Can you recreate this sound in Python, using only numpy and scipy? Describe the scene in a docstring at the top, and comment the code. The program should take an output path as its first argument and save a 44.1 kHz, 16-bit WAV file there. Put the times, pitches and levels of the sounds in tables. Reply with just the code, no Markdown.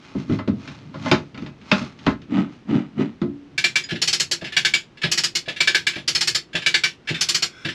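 """A lever chain hoist lifts an engine inside a small wooden boat cabin, over quiet air (coloured noise).
First a wooden counter board is shoved along: noise rubs and rumbles, and ringing modes and noise bursts knock.
Then the board binds under three hard shoves, and stick-slip jerks judder through its resonances.
Last the lever is cranked: two pawls click in turn as noise bursts with ringing modes, over a faint deck rumble;
chain links clink, the load jolts the deck at the changes of stroke, and the taut chain ends up singing."""
import sys
import numpy as np
from scipy import signal
from scipy.fft import rfft, irfft, next_fast_len
from scipy.io import wavfile
from scipy.ndimage import uniform_filter1d

SR = 44100
rng = np.random.default_rng(int(sys.argv[2]) if len(sys.argv) > 2 else 0)


def master(y):
    """Save y as 16-bit WAV."""
    cut = np.clip(np.atleast_2d(y).T, -1, 1)
    pcm = np.round(cut * 32767)  # scale
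    wavfile.write(sys.argv[1], SR, pcm.astype(np.int16))


N = 341321
TIME = np.arange(N) / SR  # seconds
BLOW_SIZE = 2 ** 14  # samples that one blow lasts
AGE = TIME[:BLOW_SIZE]  # seconds since a blow

# Event levels are set ahead of each layer's own trim; mode and spectrum levels are relative.
# The board glides, gathering speed and slowing. Each row: time of fastest glide in seconds,
# speeding up in seconds, slowing in seconds, rumble level in dB, rub level in dB.
GLIDES = [(0.05, 0.091, 0.27, -57, -48.5), (0.2, 0.063, 0.066, -29, -44), (0.35, 0.1, 0.063, -22.5, -42),
          (0.55, .06, 0.14, -31.5, -63), (0.68, 0.13, 0.18, -41, -42.5), (0.89, 0.15, 0.13, -35, -60),
          (1.08, 0.11, 0.15, -22, -35), (1.44, .11, 0.097, -31, -51), (1.79, 0.14, 0.12, -34, -35),
          (2.099, 0.13, 0.05, -32.5, -42), (2.53, 0.071, .12, -47, -54.5)]
# The board strikes its frame. Each row: start in seconds, panel and cabin level in dB,
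# wood clack level in dB, sharp crack level in dB.
KNOCKS = [(0.15, -16, -44.5, -61), (0.296, -12, -37.5, -50), (0.322, -22.5, -40.5, -43),
          (0.388, -26, -32.5, -42.5), (0.476, -10.5, -36.5, -40), (0.676, -33, -48, -38.5),
          (0.942, -28.5, -36, -48), (1.059, -37, -25.5, -37), (1.114, -9, -16.5, -16.5),
          (1.345, -35, -45.5, -46), (1.376, -33, -44, -41.5), (1.421, -26.5, -48, -48.5),
          (1.462, -36, -43.5, -43), (1.614, -44, -70, -52.5), (1.715, -14.5, -18.5, -16.5),
          (1.815, -25, -40, -42), (1.989, -54, -69, -48.5), (2.0644, -9.5, -19, -27.5),
          (2.217, -41, -63, -51), (3.216, -12.5, -37, -43.5)]
# A hard knock sets one panel or the hull booming. Each row: start in seconds, frequency in Hz,
# level in dB, 60 dB decay in seconds.
BOARD_BOOMS = [(0.31, 104.4, -21, 0.48), (0.49, 101, -25, 0.28), (1.120, 356.4, -19, 0.22),
               (1.728, 616, -19, 0.19), (1.728, 197.5, -13.5, 0.22), (1.817, 233.6, -17, 0.1),
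               (2.066, 58, -26, 0.28), (3.220, 285, -22, 0.63), (3.220, 347.6, -18, 0.31)]
# The board binds and is shoved on. Each row: start in seconds, hardest push in seconds, force in dB.
SHOVES = [(2.318, 2.395, -15.5), (2.698, 2.764, -14.5), (2.983, 3.012, -15.5)]
# Loaded pawl on the lifting stroke. Each row: time in seconds, level in dB.
LIFT_CLICKS = [(3.579, -13.5), (3.6413, -8.5), (3.7572, -9.5), (4.5666, -8), (4.6494, -8.5), (4.738, -8.5),
               (5.6043, -8.5), (5.674, -7.5), (5.747, -8), (5.8681, -10), (6.6626, -8), (6.7422, -7.5),
               (6.837, -8.5)]
# Free pawl on the return stroke, always with the same spring force. Each entry: time in seconds.
RETURN_CLICKS = [4.0174, 4.0757, 4.129, 4.1987, 4.3133, 5.1158, 5.1759, 5.236, 5.3525, 6.0779, 6.15, 6.2088,
                 6.274, 6.3479, 7.2101, 7.2874, 7.3452, 7.4232]
# Chain links shifting. Each row: time in seconds, level in dB.
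LINK_CLINKS = [(3.8377, -30), (3.8902, -23.5), (3.9074, -16.5), (3.9556, -23), (4.4127, -28), (4.4443, -21),
               (4.4654, -24.5), (4.5239, -20.5), (4.973, -35), (5.0177, -20), (5.035, -9), (5.4586, -33),
               (5.4839, -15.5), (5.5636, -21.5), (5.935, -25.5), (5.9578, -21), (5.9826, -27.5),
               (6.532, -26.5), (6.553, -10.5), (6.621, -22.5), (7.0749, -20), (7.0885, -13), (7.1441, -17),
               (7.65, -16), (7.6868, -18)]
# A link swings free and rings alone. Each row: start in seconds, frequency in Hz, level in dB,
# 60 dB decay in seconds.
LINK_PINGS = [(3.838,4950,-25.5,0.11),(3.838,6840,-30.5,0.088),(6.150,5240,-10,0.083),(6.276,4470,-23,0.13),(7.143,3600,-24.5,0.21),(7.211,5240,-17,0.12),(7.346,4420,-21,0.16)]
# The lever takes up the load and jolts the deck. Each row: start in seconds, boom and thud level in dB,
# hollow clack level in dB.
JOLTS = [(3.918, -24, -37), (4.419, -32.5, -35.5), (5.04, -24.5, -32.5), (5.476, -38, -33),
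         (5.961, -32, -39), (6.544, -30.5, -31.5), (7.104, -25, -40), (7.652, -27, -37.5)]
# Chain and hook sing faintly as they creep. Each row: time in seconds, level in dB.
SINGING = [(7.05,-59),(7.2,-40),(7.5,-52),(7.62,-45),(7.74,-44)]

# Ringing modes of the board, its wood clack, the deck, the two pawls, a link and the creeping chain.
# Each row: frequency in Hz, level in dB.
BOARD_MODES = [(146,-6),(194,-1),(215,0),(235,-3),(273,-1),(291,-2),(369,-8)]
CLACK_MODES = [(470,-6.5),(545,-0.5),(625,3.5),(860,-1),(1040,-1),(1297,1.5),(1420,-4),(2050,-2)]
DECK_MODES = [(140,-3.5),(165,0.5),(215,-5.5),(345,1),(380,-7.5)]
LIFT_MODES = [(1554,2),(1650,0.5),(1720,5.5),(1780,-2),(2208,3.5),(2274,-1),(2328,12),(2410,-5.5),(2756,-8),(2880,0.5),(3459,-1.5),(3640,0),(3859,-2.5),(4394,2),(4600,-7.5)]
RETURN_MODES = [(2525,17),(3460,11),(4301,-20),(4394,24),(4480,-7),(4630,-15),(5160,-1.5),(5261,-2)]
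LINK_MODES = [(1600,4),(1720,8),(2120,-3.5),(2290,4.5),(2700,3.5),(3000,-23.5),(3420,-12),(3900,-14),(5100,-1.5)]
CREEP_MODES = [(1518,10),(2116,4),(2272,4),(2750,-12),(3365,5),(3560,-19),(5233,5.5)]

# Noise spectra: cabin air, sliding rumble, light rub, rasp of the binding board, cabin boom, deep thud,
# wood clack, sharp crack, steel body, bright steel edge, deck thud, hollow clack.
# Each row: frequency in Hz, density in dB.
AIR_SPECTRUM = [(20,-5),(60,1),(130,6),(350,6),(600,-5.5),(1200,-9),(3000,-13),(6000,-24.5),(9000,-39),(15000,-61)]
RUMBLE_SPECTRUM = [(25,-34),(60,-22.5),(105,-1.5),(150,1),(210,0),(290,1.5),(420,-33),(700,-54)]
RUB_SPECTRUM = [(350,-15),(600,-1),(1300,1),(2800,-2.5),(4500,-6.5),(6500,-16.5),(9000,-33.5),(14000,-55.5)]
RASP_SPECTRUM = [(350,-8),(600,5),(1200,0),(2800,-5),(4500,-15.5),(6500,-26),(9000,-42),(14000,-60)]
CABIN_SPECTRUM = [(110,-10),(150,1),(220,2),(300,-1),(390,-4),(480,-15.5),(700,-18.5)]
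THUD_SPECTRUM = [(30,-30),(60,-26),(80,2),(103,-1.5),(145,8),(180,-8.5),(300,-37.5)]
CLACK_SPECTRUM = [(250,-28.5),(450,-1),(750,1.5),(1300,5),(2000,-4.5),(2800,-16.5),(4500,-15)]
CRACK_SPECTRUM = [(1200,0),(2600,5.5),(3700,0.5),(5000,-6),(7000,-18),(9000,-39.5),(14000,-56)]
STEEL_SPECTRUM = [(300,-5.5),(600,-9.5),(1050,-9),(1500,0.5),(2400,5),(3600,5.5),(4300,-1),(5500,-20.5)]
EDGE_SPECTRUM = [(3000,-37),(4300,4.5),(5400,2),(6200,-4),(7300,-4.5),(8200,-12.5),(8800,-19.5),(9050,-24),(9500,-17),(10600,-18),(11600,-28.5),(13800,-29),(15500,-58)]
DECK_SPECTRUM = [(30,-20),(60,-7),(100,-0.5),(145,11),(220,4.5),(380,-1),(600,-21.5)]
HOLLOW_SPECTRUM = [(200,-19),(400,-16),(600,-1),(900,-16),(1500,-19.5),(3000,-58)]

AIR_DB = -51
GLIDE_SWELL_DB, GLIDE_ROUNDNESS = 17, 1.4  # rise and fall of a glide; roundness 1 is pointed, 2 round
HANDLING_END_S, HANDLING_RUMBLE_DB, HANDLING_RUB_DB = 4, -49, -75.5  # faint stir of handling until then
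RUB_FLICKER_DB, RUB_FLICKERS_PER_S = 1, 22  # uneven contact, so the rub comes and goes
GRIP_DB_PER_S, GRIP_BELOW_PEAK_DB, LET_GO_DB_PER_S = 806, 7, 225  # rise, start and fall of a shove
THUD_DB, THUD_FOLLOWS = -19, 0.59  # thud of a 0 dB knock; share of the knock's dB that it follows
STRAIN_DB, STRAIN_S = -51, 0.19  # deck rumble; time over which it swells and fades
RETURN_DB, SLOW_TOOTH_LOSS_DB_PER_S = -15, 21  # a later tooth, as the lever slows, clicks more softly
TOOTH_S, STROKE_GAP_S = 0.062, 0.3  # usual time between teeth; a longer pause means a new stroke
CUTOFF_HZ = 16500


def amp(db):
    """Decibels to gain."""
    return np.exp(np.asarray(db) * np.log(10) / 20)


def unit(x):
    """Scale to rms 1."""
    return x / np.sqrt(np.mean(x ** 2) + 1e-20)


def add(track, s, sound):
    """Mix a sound into a track at time s."""
    i = max(int(s * SR), 0)
    track[i:i + len(sound)] += sound[:N - i]


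def colour(x, spectrum):
    """Give a steady signal a spectrum; rms 1."""
    hz, db = np.transpose(spectrum)
    size = next_fast_len(len(x))
    f = np.arange(size // 2 + 1) * SR / size + 1
    gain = amp(np.interp(np.log(f), np.log(hz), db, left=-70, right=-70))
    return unit(irfft(rfft(x, size) * gain, size)[:len(x)])


def noise(spectrum, size=BLOW_SIZE):
    """Coloured noise, rms 1."""
    return colour(rng.standard_normal(size), spectrum)


def even(x, window_s):
    """Hold the short-term level of a signal near 1."""
    power = uniform_filter1d(x ** 2, max(int(window_s * SR), 2))
    return x / np.sqrt(np.abs(power) + 1e-9)


def ripple(x, depth_db, width_hz):
    """Each point of contact favours some resonances and starves others."""
    size = next_fast_len(len(x))
    spec = rfft(x, size)
    f = np.arange(len(spec)) * SR / size
    knots = np.arange(0, SR / 2, width_hz)
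    favour = np.interp(f, knots, rng.standard_normal(len(knots)))
    return irfft(spec * amp(depth_db * favour), size)[:len(x)]


def fade(rise_s, t60, tail_db=-26, tail_t60=0.22):
    """Reflections fill the cabin within moments, then die away over a faint tail."""
    decay = np.hypot(amp(-60 * AGE / t60), amp(tail_db - 60 * AGE / tail_t60))
    return (1 - np.exp(-AGE / rise_s)) * decay


def strike(modes, rise_s, t60, scatter_db, detune):
    """One blow on a body: each mode gets its own strength and a pitch that shifts with the contact."""
    hz, db = np.transpose(modes)[:, :, None]
    strength, shift = rng.standard_normal((2, len(modes), 1))
    turns = hz * (1 + detune * shift) * AGE + rng.random((len(modes), 1))
    gain = amp(db + scatter_db * np.clip(strength, -2, 2))
    rings = (gain * np.sin(2 * np.pi * turns)).sum(axis=0)
    rings = rings * (1 - np.exp(-AGE / rise_s)) * amp(-60 * AGE / t60)
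    return rings / np.std(rings[:SR // 20])  # level over the first 50 ms


def resonate(x, hz, width_hz):
    """A two-pole resonance."""
    r = np.exp(-np.pi * width_hz / SR)
    return signal.lfilter([1, 0, -1], [1, -2 * r * np.cos(2 * np.pi * hz / SR), r * r], x)


def cabin_air():
    """The quiet air of the cabin is steady coloured noise."""
    return amp(AIR_DB) * noise(AIR_SPECTRUM, size=N)


def glide_levels():
    """Strength of rumble and rub: one swell for each glide, over the faint stir of handling."""
    handled = TIME < HANDLING_END_S
    rumble, rub = amp(HANDLING_RUMBLE_DB) * handled, amp(HANDLING_RUB_DB) * handled
    for s, speeding_s, slowing_s, rumble_db, rub_db in GLIDES:
        away = np.maximum((s - TIME) / speeding_s, (TIME - s) / slowing_s)
        swell = amp(-GLIDE_SWELL_DB * np.clip(away, 0, 4) ** GLIDE_ROUNDNESS)
        rumble = np.hypot(rumble, amp(rumble_db) * swell)
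        rub = np.hypot(rub, amp(rub_db) * swell)
    flicker = np.interp(TIME * RUB_FLICKERS_PER_S, np.arange(BLOW_SIZE), rng.standard_normal(BLOW_SIZE))
    return rumble, rub * amp(RUB_FLICKER_DB * flicker)


def shove_force():
    """Force on the binding board: each shove grips fast, builds to its hardest push and lets go."""
    force = 0
    for start, hardest, peak_db in SHOVES:
        build = np.interp(TIME, [start, hardest], [-GRIP_BELOW_PEAK_DB, 0])
        grip, let_go = np.maximum(start - TIME, 0), np.maximum(TIME - hardest, 0)
        force = force + amp(peak_db + build - GRIP_DB_PER_S * grip - LET_GO_DB_PER_S * let_go)
    return force


def friction(spectrum):
    """Wood fibres catch and let go in countless tiny slips of uneven size."""
    slips = (rng.random(N) < 5000 / SR) * rng.standard_normal(N)  # 5000 slips per second
    sizes = amp(2.5 * np.minimum(rng.exponential(1, N), 4))
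    return unit(ripple(colour(slips * sizes, spectrum), depth_db=3, width_hz=110))


def judder(slips_per_s, damping):
    """Uneven stick-slip jerks ring the board's modes, damped by the hand; level near 1."""
    slips = (rng.random(N) < slips_per_s / SR) * rng.standard_normal(N) + 1e-18
    rings = sum(amp(db) * resonate(slips, hz, width_hz=12 * damping) for hz, db in BOARD_MODES)
    # wood gives, so the jerks are blunt
    blunt = signal.sosfilt(signal.butter(2, [150, 330], "band", fs=SR, output="sos"), rings)
    return even(blunt, 0.024)


def board(judder_db=0, rasp_db=-16, rumble_db=-4, rub_db=0, shove_rumble_db=-14, rumble_follows=0.71):
    """The board slides lightly with rumble and rub, and judders and rasps where it binds."""
    rumble, rub = glide_levels()
    force = shove_force()
    rumble = np.hypot(rumble, amp(shove_rumble_db) * force ** rumble_follows)
    slide = amp(rumble_db) * rumble * even(noise(RUMBLE_SPECTRUM, size=N), 0.066)
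    slide = slide + amp(rub_db) * rub * friction(RUB_SPECTRUM)
    shake = judder(slips_per_s=400, damping=0.76)
    rasp = friction(RASP_SPECTRUM) * (1 + 0.4 * shake)  # the rasp throbs with the judder
    return slide + force * (amp(judder_db) * shake + amp(rasp_db) * rasp)


def knocks(body_db=-9, cabin_db=-7, clack_db=1, ring_db=-6, crack_db=0, snap_db=10):
    """A hard edge cracks first; the panel and the cabin's low modes swell a little later."""
    out = np.zeros(N)
    for s, peak_db, wood_db, sharp_db in KNOCKS:
        panel = strike(BOARD_MODES, rise_s=0.005, t60=0.23, scatter_db=2, detune=0.025)
        cabin = even(noise(CABIN_SPECTRUM), 0.017) * fade(0.0035, 0.27)
        body = amp(peak_db) * (amp(body_db) * panel + amp(cabin_db) * cabin)
        thud = even(noise(THUD_SPECTRUM), 0.015) * fade(0.012, 0.35)
        thud = amp(THUD_DB + THUD_FOLLOWS * peak_db) * thud
        clack = ripple(noise(CLACK_SPECTRUM), depth_db=3, width_hz=60)
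        ring = strike(CLACK_MODES, rise_s=0.003, t60=0.19, scatter_db=3, detune=0.008)
        wood = amp(clack_db) * even(clack, 0.011) * fade(0.0008, 0.18) + amp(ring_db) * ring
        crack = unit(ripple(noise(CRACK_SPECTRUM), depth_db=3, width_hz=120))
        # a very short snap on top of the longer crack
        crack = crack * (amp(crack_db) * fade(0.002, 0.16) + amp(snap_db) * fade(0.001, 0.018))
        add(out, s, body + thud + amp(wood_db) * wood + amp(sharp_db) * crack)
    return out


def lone_modes(events):
    """Now and then one panel or link rings out above the rest: a decaying sine."""
    out = np.zeros(N)
    for s, hz, db, t60 in events:
        envelope = amp(db - 60 * AGE / t60) * (1 - np.exp(-AGE / 0.0018))
        add(out, s, np.sin(2 * np.pi * hz * AGE) * envelope)
    return out


def strain():
    """The deck rumbles faintly under the hoist while the pawls work, swelling around each click."""
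    working = np.zeros(N)
    swell = np.hanning(int(STRAIN_S * SR))
    for s in RETURN_CLICKS + [s for s, _ in LIFT_CLICKS]:
        add(working, s - STRAIN_S / 2, swell)
    return amp(STRAIN_DB) * np.sqrt(working) * noise(THUD_SPECTRUM, size=N)


def return_strokes():
    """Time and dB of each free-pawl click: the slower the lever passes a tooth, the softer the click."""
    wait = np.diff(RETURN_CLICKS, prepend=0)
    wait = np.where(wait > STROKE_GAP_S, TOOTH_S, wait)
    return zip(RETURN_CLICKS, RETURN_DB - SLOW_TOOTH_LOSS_DB_PER_S * (wait - TOOTH_S))


def steel(events, modes, body_db, ring_db, edge_db, deck_db, rise_s, t60, lead_s, ring_t60, detune):
    """Steel on steel: a few clear modes, a dense cloud of others, and a weak boom through the deck."""
    out = np.zeros(N)
    same_body, same_edge = noise(STEEL_SPECTRUM), noise(EDGE_SPECTRUM)  # the same parts ring on every click
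    for s, peak_db in events:
        # each click catches a different tooth or link, so its colour shifts
        body = ripple(same_body + noise(STEEL_SPECTRUM), depth_db=3, width_hz=90)
        edge = ripple(same_edge + noise(EDGE_SPECTRUM), depth_db=3.5, width_hz=130)
        body = even(body, 0.012) * fade(rise_s, t60)
        edge = even(edge, 0.035) * fade(rise_s, 0.93 * t60)
        ring = strike(modes, rise_s, ring_t60, scatter_db=4, detune=detune)
        deck = strike(DECK_MODES, rise_s=0.018, t60=0.21, scatter_db=2, detune=0.015)
        click = amp(body_db) * body + amp(ring_db) * ring + amp(deck_db) * deck + amp(edge_db) * edge
        add(out, s - lead_s, amp(peak_db) * click)  # begins just ahead of the listed time
    return out


def hoist():
    """The loaded pawl rings low and full, the free one thin and bright; links clink between strokes."""
    lift = steel(LIFT_CLICKS, LIFT_MODES, body_db=-6.5, ring_db=-11, edge_db=-9.5, deck_db=-33.5,
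                 rise_s=0.0018, t60=0.17, lead_s=0.00097, ring_t60=0.13, detune=0.00946)
    back = steel(return_strokes(), RETURN_MODES, body_db=-0.5, ring_db=-24.5, edge_db=3.5, deck_db=-27.5,
                 rise_s=0.0048, t60=0.14, lead_s=0.00132, ring_t60=0.21, detune=0.0041)
    links = steel(LINK_CLINKS, LINK_MODES, body_db=-7, ring_db=-17, edge_db=-17.5, deck_db=-40,
                  rise_s=0.0033, t60=0.18, lead_s=0.002, ring_t60=0.11, detune=0.015)
    return lift + back + links


def jolts(boom_db=-8, thud_db=-1, clack_db=2):
    """The weight of the engine jerks the deck that carries the hoist: boom, thud and hollow clack."""
    out = np.zeros(N)
    for s, peak_db, hollow_db in JOLTS:
        boom = amp(boom_db) * strike(DECK_MODES, rise_s=0.002, t60=0.18, scatter_db=2, detune=0.03)
        thud = amp(thud_db) * even(noise(DECK_SPECTRUM), 0.035) * fade(0.003, 0.3)
        clack = amp(hollow_db + clack_db) * even(noise(HOLLOW_SPECTRUM), 0.048) * fade(0.0035, 0.19)
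        add(out, s, amp(peak_db) * (boom + thud) + clack)
    return out


def singing():
    """The taut chain creeps and keeps its links faintly ringing: noise through narrow resonances."""
    creep = rng.standard_normal(N)
    rings = sum(amp(db) * resonate(creep, hz, width_hz=110) for hz, db in CREEP_MODES)
    mellow = signal.sosfilt(signal.butter(2, 6000, fs=SR, output="sos"), rings)
    s, db = np.transpose(SINGING)
    level_db = np.interp(TIME, s, db, left=-200, right=-200)  # silent outside the listed times
    return amp(level_db) * unit(mellow)


def scene():
    """Everything is heard from one spot, alike in both ears, over the quiet air of the cabin."""
    woodwork = board() + knocks() + lone_modes(BOARD_BOOMS)
    lifting = strain() + hoist() + lone_modes(LINK_PINGS) + jolts() + singing()
    return np.tile(cabin_air() + woodwork + lifting, (2, 1))


def record(dry):
    """The highest peaks are rounded and the top is cut."""
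    rounded = dry / (1 + dry ** 4) ** 0.25
    return signal.sosfilt(signal.cheby2(12, 70, CUTOFF_HZ, fs=SR, output="sos"), rounded)


dry = scene()
out = record(dry)
master(out)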